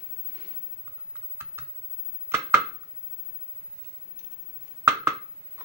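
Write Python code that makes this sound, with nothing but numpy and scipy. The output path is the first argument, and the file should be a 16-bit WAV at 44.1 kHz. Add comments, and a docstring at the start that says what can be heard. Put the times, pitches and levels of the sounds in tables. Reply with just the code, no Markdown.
"""Sprung pins snap in a brass lock cylinder, two pairs of snaps among the light ticks of tweezers.
The lock is hand-held over a wooden tray, close to a stereo microphone and a little to its right.
Each contact rings the hollow of the cylinder, and a small workshop answers. A sleeve brushes past,
the grip squeaks faintly, and near the end a part knocks on the tray. Behind it all are quiet
room tone and two very high electronic whistles beating against each other."""
import sys
import numpy as np
from scipy import signal
from scipy.fft import rfft, irfft, next_fast_len
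from scipy.io import wavfile
from scipy.ndimage import map_coordinates

SR = 44100
rng = np.random.default_rng(int(sys.argv[2]) if len(sys.argv) > 2 else 0)


def dump_mix(stems):
    """Bounce the given channels to the path in sys.argv[1] as a 16-bit WAV at rate SR."""
    frames = np.atleast_2d(stems).T  # one column per channel
    limited = np.clip(frames, -1, 1)  # hard clip at full scale
    pcm = np.round(limited * 32767).astype(np.int16)
    wavfile.write(sys.argv[1], SR, pcm)


N = 248944
T = np.arange(SR // 2) / SR  # time since a contact, t/s

# decay of the workshop: f/Hz, t60/s
ROOM_DECAY = [(100, 0.15), (300, 0.49), (700, 0.21), (1300, 0.36), (3000, 0.3), (4200, .33), (6000, 0.26),
              (13000, 0.17)]
# left-right correlation at the microphone, of soft noises and of the room and cracks: f/Hz, correlation
NOISE_COHERENCE = [(60, 1), (180, 0.18), (550, 0.014), (1650, -0.09), (4970, 0.11), (15000, -0.14)]
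ROOM_COHERENCE = [(150, .9), (500, 0.84), (1200, 0.071), (3000, .05)]
# spectra of room tone, cloth, fine rustle, sliding tips, tip scratch and pin crack: f/Hz, level/dB
AIR_SPECTRUM = [(25, -9.5), (50, -7.5), (100, -2), (165, -0.5), (220, -8), (330, -5), (600, -10),
                (1300, -14), (2500, -14.5), (3700, -22), (6000, -25.5), (9500, -28), (12500, -21.5),
                (15200, -43.5)]
CLOTH_SPECTRUM = [(100, -8.5), (280, 13.5), (700, -1), (1300, 2), (2300, 2), (3400, -3.5), (4500, -5),
                  (6300, -12), (7500, -19.5), (13000, -16.5), (15500, -35)]
RUSTLE_SPECTRUM = [(80, -1), (200, 4), (600, 0.5), (2500, -5), (6000, -4), (9600, -8), (12500, -4.5),
                   (14000, 2), (15500, -12.5)]
SLIDE_SPECTRUM = [(1500, -20), (2850, -1), (5300, -11.5), (6200, 2), (7300, -24.5), (10000, -19),
                  (11600, 1), (13200, -23.5), (14600, 0.5), (15600, -8)]
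SCRATCH_SPECTRUM = [(200, -2.5), (900, -3), (1600, 2.5), (2600, 0.5), (4500, -3.5), (6500, -8),
                    (9500, -12.5), (12500, -11), (15000, -19)]
CRACK_SPECTRUM = [(30, -34), (75, -12), (130, 0), (180, -5.5), (280, 0), (500, 3), (800, -3.5), (1500, -1),
                  (3000, -5), (4100, -11.5), (4900, -19), (6300, -17), (8500, -25), (13000, -31),
                  (15500, -43)]
# modes of the bench, tray, lock in the fist, steel tips and cylinder's hollow: f/Hz, level/dB, t60/s
BENCH_MODES = [(104, 5, 0.021), (146, -6, 0.099), (330, -18, 0.022)]
TRAY_MODES = [(440, -12.5, 0.026), (1044, -2, 0.037), (1890, -4.5, 0.0073), (3640, -8, 0.011),
              (5620, -18, 0.021)]
RECOIL_MODES = [(135, -45, 0.34), (297, -31.5, 0.058), (450, -32, 0.059), (593, -28.5, 0.015)]
STEEL_MODES = [(6050, -21.5, .014), (6900, -26, .012), (9500, -27, 0.0055)]
HOLLOW_MODES = [(1193.3, 1, 0.017), (1323.7, 2.5, 0.018), (1500, -32.5, .025), (1920, -35, 0.033)]
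# resonances of the brushing cloth: f/Hz, half width/Hz, relative weight/dB
RASP_PEAKS = [(2330, 100, -1.5), (2810, 86, 3), (4350, 140, -5), (5360, 160, -15)]
# resonances of the brass housing: f/Hz, width/Hz, boost/dB
HOUSING_PEAKS = [(1598, 130, 12.5), (2070, 110, 13), (2638, 130, 9.5), (3100, 160, 5.5), (3390, 36, 12),
                 (3750, 120, 6), (4260, 420, 6), (5480, 160, 10), (6160, 200, 8.5), (7800, 350, 4)]
# the whistle at the microphone ports as the arm screens it: t/s, left level/dB, right level/dB
WHISTLE_LEVELS = [(0, -35.5, -44.6), (0.3, -28, -45.3), (0.88, -38.5, -37), (1.25, -32, -37.5),
                  (3.55, -34.5, -41), (3.85, -38.5, -39), (4.47, -33, -48.5), (4.95, -39.5, -44),
                  (5.64, -38, -43.5)]
# sleeve sweeps and finger rubs, timed at their fastest: t/s, level/dB, half length/s
SLEEVE_SWEEPS = [(.06, -63.5, .12), (.42, -54.5, 0.134), (5.63, -62.5, 0.15)]
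FINGER_RUBS = [(0.0, -62.5, 0.022), (2.14, -71, 0.024), (3.15, -70.5, .2), (3.85, -62.5, 0.13),
               (4.66, -63.5, 0.13)]
# squeaks as the grip shifts: t/s, starting f/Hz, level/dB
GRIP_SQUEAKS = [(0.178, 8930, -72), (.39, 11000, -72)]
# a part set down on the tray: t/s, level/dB, pitch ratio
TRAY_KNOCKS = [(5.579, -44.5, 1.1), (5.588, -40, 1.03), (5.603, -43, 1.28), (5.6089, -35.5, 0.945),
               (5.6128, -34.5, 1.0)]
# tips grazing the outside of the brass: t/s, level/dB, length/s, treble tilt/(dB per octave)
OUTER_GRAZES = [(1.165, -51, 0.0029, -5), (2.3198, -41, .002, -9), (3.845, -51.5, .002, -5.5),
                (4.1895, -42.5, 0.004, -0.5), (4.213, -56.5, 0.0018, -14.5), (4.2455, -47.5, 0.002, -7.5),
                (4.305, -60.5, 0.026, -0.5), (4.398, -61, 0.027, 4.5), (4.680, -57, .002, -11)]
# tips scraping inside the lock: t/s, level/dB, length/s
INNER_SCRAPES = [(.975, -63.5, 0.033), (2.323, -42.5, .008)]
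# light presses on the pins: t/s, level/dB, landing level/dB relative to the press
PIN_TOUCHES = [(.877, -40.5, -9), (1.155, -40.5, -20), (1.232, -51, -19), (1.409, -29.5, -3),
               (1.585, -28.5, -7.5), (2.319, -36, -29.5), (2.834, -45, -9.5)]
# sprung pins snapping home: t/s, ring level/dB, crack level/dB, pitch ratio, landing level/dB
PIN_SNAPS = [(2.3422, -7.5, -6, 0.98, -26), (2.5413, 1.37, -2.5, 1.0, -31),
             (4.8767, 0.7, -2.45, 1.0, -47.5), (5.0716, -4.5, -8.5, 0.97, -41)]

LEAD_S = 0.005  # the tips land this long before they press


def amp(db):
    """Decibels to gain."""
    return 10 ** (np.asarray(db) / 20)


def unit(x):
    """Scale to rms 1."""
    return x / np.sqrt(np.mean(x ** 2) + 1e-20)


def along(points, hz):
    """Interpolate (f/Hz, value) points on a log frequency axis."""
    freqs, values = np.transpose(points)
    return np.interp(np.log(hz + 1), np.log(freqs), values)


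def fade(t, t60):
    """Exponential decay, 60 dB down after t60."""
    return np.exp(-np.log(1000) * t / t60)


def wander(knots):
    """A smooth random curve with a fresh value at each whole number of knots."""
    return map_coordinates(rng.standard_normal(int(knots[-1]) + 4), [knots])


def filtered(x, response):
    """Filter x by a gain given as a function of frequency."""
    size = x.shape[-1]
    padded = next_fast_len(size + 8192)
    return irfft(rfft(x, padded) * response(np.fft.rfftfreq(padded, 1 / SR)), padded)[..., :size]


def noise(spectrum, coherence=NOISE_COHERENCE, size=len(T)):
    """Coloured stereo noise of rms 1."""
    def mid_side_gains(hz):
        angle = np.arccos(np.clip(along(coherence, hz), -1, 1)) / 2
        return amp(along(spectrum, hz)) * [np.cos(angle), np.sin(angle)]
    mid, side = filtered(rng.standard_normal((2, size)), mid_side_gains)
    return unit(np.array([mid + side, mid - side]))


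def pan(left_db):
    """Channel gains that put the left left_db above the right."""
    return amp([[left_db / 2], [-left_db / 2]])


def add(out, s, x):
    """Mix x into out at s seconds."""
    part = out[:, round(s * SR):][:, :x.shape[-1]]
    part += x[..., :part.shape[1]]


def ring(modes, pitch=1):
    """Damped modes of alternating sign: a close pair swells for a few cycles before it dies."""
    return sum((-1) ** k * amp(db) * fade(T, t60) * np.sin(2 * np.pi * hz * pitch * T)
               for k, (hz, db, t60) in enumerate(modes))


def room_tone(db=-61):
    """The quiet air of the workshop, all around the microphone."""
    return amp(db) * noise(AIR_SPECTRUM, size=N) * pan(left_db=-0.5)


def reflections(spectrum=((1000, 0),), delay_s=0.0029, early_db=5, early_t60=0.086):
    """A fresh room answer of energy 1: strong returns from the nearby bench, then a diffuse tail."""
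    hz, t, bands = signal.stft(noise(spectrum, ROOM_COHERENCE), SR, nperseg=256)
    decaying = bands * fade(t, along(ROOM_DECAY, hz)[:, None])
    tail = signal.istft(decaying, SR, nperseg=256)[1][:, :len(T)]
    onset = np.clip((T - delay_s) / 0.002, 0, 1)
    early_lift = 1 + amp(early_db) * fade(T, early_t60)
    return unit(tail * onset * early_lift) / np.sqrt(len(T))


def placed(x, wet_db, left_db=-2.5, lag_s=0.00012):
    """A source close by on the right: the left port hears it lag_s late, and the room follows."""
    direct = filtered(x, lambda hz: np.exp(-2j * np.pi * np.outer([lag_s, 0], hz)))
    room = signal.fftconvolve(x[None], reflections(early_db=1.5), axes=1)[:, :len(T)]
    return direct * pan(left_db) + amp(wet_db) * room


def shaded(x):
    """The arm screens the left port, most of all from the treble."""
    left_db = [(150, -2.0), (500, -3.5), (2000, -2.5), (5000, -5)]  # f/Hz, left minus right level/dB
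    return filtered(x, lambda hz: amp(np.outer([0.5, -0.5], along(left_db, hz))))


def whistles(pair_hz=(15734.2, 15747.5), second_db=-5, port_rad=2.3, stray_gain=0.25, stray_hz=7):
    """Two line-scan whistles beat; a reflection off the moving arm wanders in phase at each port."""
    t = np.arange(N) / SR
    stray = np.array([wander(t * stray_hz) + 1j * wander(t * stray_hz) for port in range(2)])
    ports = np.exp(1j * np.array([[0], [port_rad]])) + stray_gain * stray
    phases = rng.uniform(0, 2 * np.pi, 2)
    first, second = (np.exp(1j * (2 * np.pi * hz * t + phase)) for hz, phase in zip(pair_hz, phases))
    times, *port_db = np.transpose(WHISTLE_LEVELS)
    gains = amp([np.interp(t, times, db) for db in port_db])
    return gains * np.real(ports * (first + amp(second_db) * second))


def housing(hz):
    """The boost in dB from the brass housing's resonances."""
    return sum(db / (1 + ((hz - centre) / (width / 2)) ** 2) for centre, width, db in HOUSING_PEAKS)


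def brassy(x, tilt_db=0):
    """Colour x with the housing; a harder contact tilts it to the treble, in dB per octave."""
    return filtered(x, lambda hz: amp(housing(hz) + tilt_db * np.log2((hz + 20) / 2000)))


def swell(strokes, release_ratio=1.1):
    """Gain of strokes that swell to their fastest moment and die away a little more slowly."""
    t = np.arange(N) / SR
    power = np.zeros(N)
    for s, db, half_length in strokes:
        from_peak = np.maximum(s - t, (t - s) / release_ratio) / half_length
        power += (amp(db) / np.cosh(np.minimum(from_peak * np.sqrt(2), 20))) ** 2
    return np.sqrt(power)


def sleeve_and_fingers(grain_db=2, brass_share=0.21, rasp_db=5):
    """Cloth and skin brush by the microphone in rasping grains, with some of the housing's colour."""
    def colour(hz):
        rasp = sum(amp(db / 2) / (1 + ((hz - centre) / half) ** 2) for centre, half, db in RASP_PEAKS)
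        return amp(brass_share * housing(hz) + rasp_db * rasp)
    grains = amp(grain_db * wander(np.arange(N) / 300))
    brush = unit(filtered(noise(CLOTH_SPECTRUM, size=N) * grains, colour))
    rustle = noise(RUSTLE_SPECTRUM, size=N)
    sleeve = swell(SLEEVE_SWEEPS) * (brush + amp(-9) * rustle)
    fingers = swell(FINGER_RUBS) * (rustle + amp(-11) * brush)
    return (sleeve + fingers) * pan(left_db=-1.5)


def squeaks(length_s=0.11, pitch_fall=0.023):
    """Skin slips on polished metal in thin falling tones."""
    out = np.zeros((2, N))
    progress = np.clip(T / length_s, 0, 1)
    for s, start_hz, db in GRIP_SQUEAKS:
        phase = 2 * np.pi * np.cumsum(start_hz * (1 - pitch_fall * progress ** 2)) / SR
        tone = np.sin(np.pi * progress) * np.sin(phase)
        add(out, s, amp(db) * placed(tone, wet_db=-8, lag_s=0))
    return out


def tray(bump_delay_s=0.0032, bump_db=-11):
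    """Below the lock a part knocks the wood; at each touch the soft hand stirs the bench's low modes."""
    out = np.zeros((2, N))
    for s, db, pitch in TRAY_KNOCKS:
        add(out, s, amp(db) * placed(ring(TRAY_MODES, pitch), wet_db=-7))
    for s, db, _ in PIN_TOUCHES:
        add(out, s + bump_delay_s, amp(db + bump_db) * placed(ring(BENCH_MODES), wet_db=1))
    return out


def slide(length_s, tilt_db, hiss_db, hollow_db, grain_db=3):
    """The tips slide a moment, well to the right: a thin gritty hiss that stirs the hollow."""
    grains = amp(grain_db * np.interp(T, T[::40], rng.standard_normal(len(T[::40]))))
    treble_tilt = lambda hz: amp(tilt_db * np.log2(np.maximum(hz, 2500) / 2500))
    hiss = filtered(noise(SLIDE_SPECTRUM)[0], treble_tilt) * grains
    hollow = signal.fftconvolve(grains * rng.standard_normal(len(T)), ring(HOLLOW_MODES))[:len(T)]
    rise = 2 * T / length_s  # the stroke peaks at half its length
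    stroke = (amp(hiss_db) * unit(hiss) + amp(hollow_db) * unit(hollow)) * rise * np.exp(1 - rise)
    return placed(stroke, wet_db=-6, left_db=-9.5)


def grazes():
    """Outside the lock a slide is nearly all hiss; inside, the hollow takes over."""
    out = np.zeros((2, N))
    for s, db, length_s, tilt_db in OUTER_GRAZES:
        add(out, s, slide(length_s, tilt_db, hiss_db=db, hollow_db=db - 27))
    for s, db, length_s in INNER_SCRAPES:
        add(out, s, slide(length_s, tilt_db=-6.5, hiss_db=db - 7, hollow_db=db))
    return out


def tap(db, scratch_db=-13, scratch_t60=0.02, firm_db=-30, firm_tick_db=-23.5, tick_growth=1.25):
    """A light contact rings the hollow; the steel's scratchy tick grows faster with force."""
    scratch = amp(scratch_db) * fade(T, scratch_t60) * brassy(noise(SCRATCH_SPECTRUM)[0])
    bite = np.minimum(T / 0.002, 1)  # the tips dig in
    tick = placed(bite * (ring(STEEL_MODES) + scratch), wet_db=-5, left_db=-6.5)
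    tick_db = firm_tick_db + tick_growth * (db - firm_db)
    return amp(db) * placed(ring(HOLLOW_MODES), wet_db=-7) + amp(tick_db) * tick


def touches():
    """The tips land softly on a pin, then press it."""
    out = np.zeros((2, N))
    for s, db, landing_db in PIN_TOUCHES:
        add(out, s - LEAD_S, tap(db + landing_db))
        add(out, s, tap(db))
    return out


def snaps(recoil_db=2, direct_db=-27, room_db=6, rebound_s=0.0043, rebound_db=-19):
    """Close up, a pin cracks home and rebounds; the hollow rings and the lock kicks in the fist."""
    out = np.zeros((2, N))
    burst = lambda t60: fade(T, t60) * noise(CRACK_SPECTRUM, ROOM_COHERENCE)
    for s, ring_db, crack_db, pitch, landing_db in PIN_SNAPS:
        add(out, s - LEAD_S, tap(landing_db))
        add(out, s, amp(ring_db) * placed(ring(HOLLOW_MODES, pitch), wet_db=-7, left_db=-2))
        add(out, s, amp(recoil_db) * placed(ring(RECOIL_MODES), wet_db=-10, left_db=-0.5))
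        tilt_db = 0.82 + 0.24 * (crack_db - ring_db)  # more crack over ring sounds brighter
        crack = amp(direct_db) * burst(t60=0.075) + amp(room_db) * reflections(CRACK_SPECTRUM)
        add(out, s, amp(crack_db) * shaded(brassy(crack, tilt_db)))
        rebound = shaded(brassy(burst(t60=0.013), tilt_db))
        add(out, s + rebound_s, amp(crack_db + rebound_db) * rebound)
    return out


def scene():
    """Handwork close to the microphone, over the whistles and room tone of the workshop."""
    air = room_tone()
    handwork = snaps() + touches() + grazes() + squeaks() + tray() + sleeve_and_fingers()
    return handwork + whistles() + air


def record(dry, low_cut_hz=58, top_hz=16300):
    """The recorder drops the deep bass, rounds off the highest peaks and keeps nothing above top_hz."""
    thin = signal.sosfilt(signal.butter(2, low_cut_hz, "high", fs=SR, output="sos"), dry)
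    rounded = thin / (1 + np.abs(thin) ** 8) ** (1 / 8)
    return filtered(rounded, lambda hz: hz < top_hz)


dry = scene()
out = record(dry)
dump_mix(out)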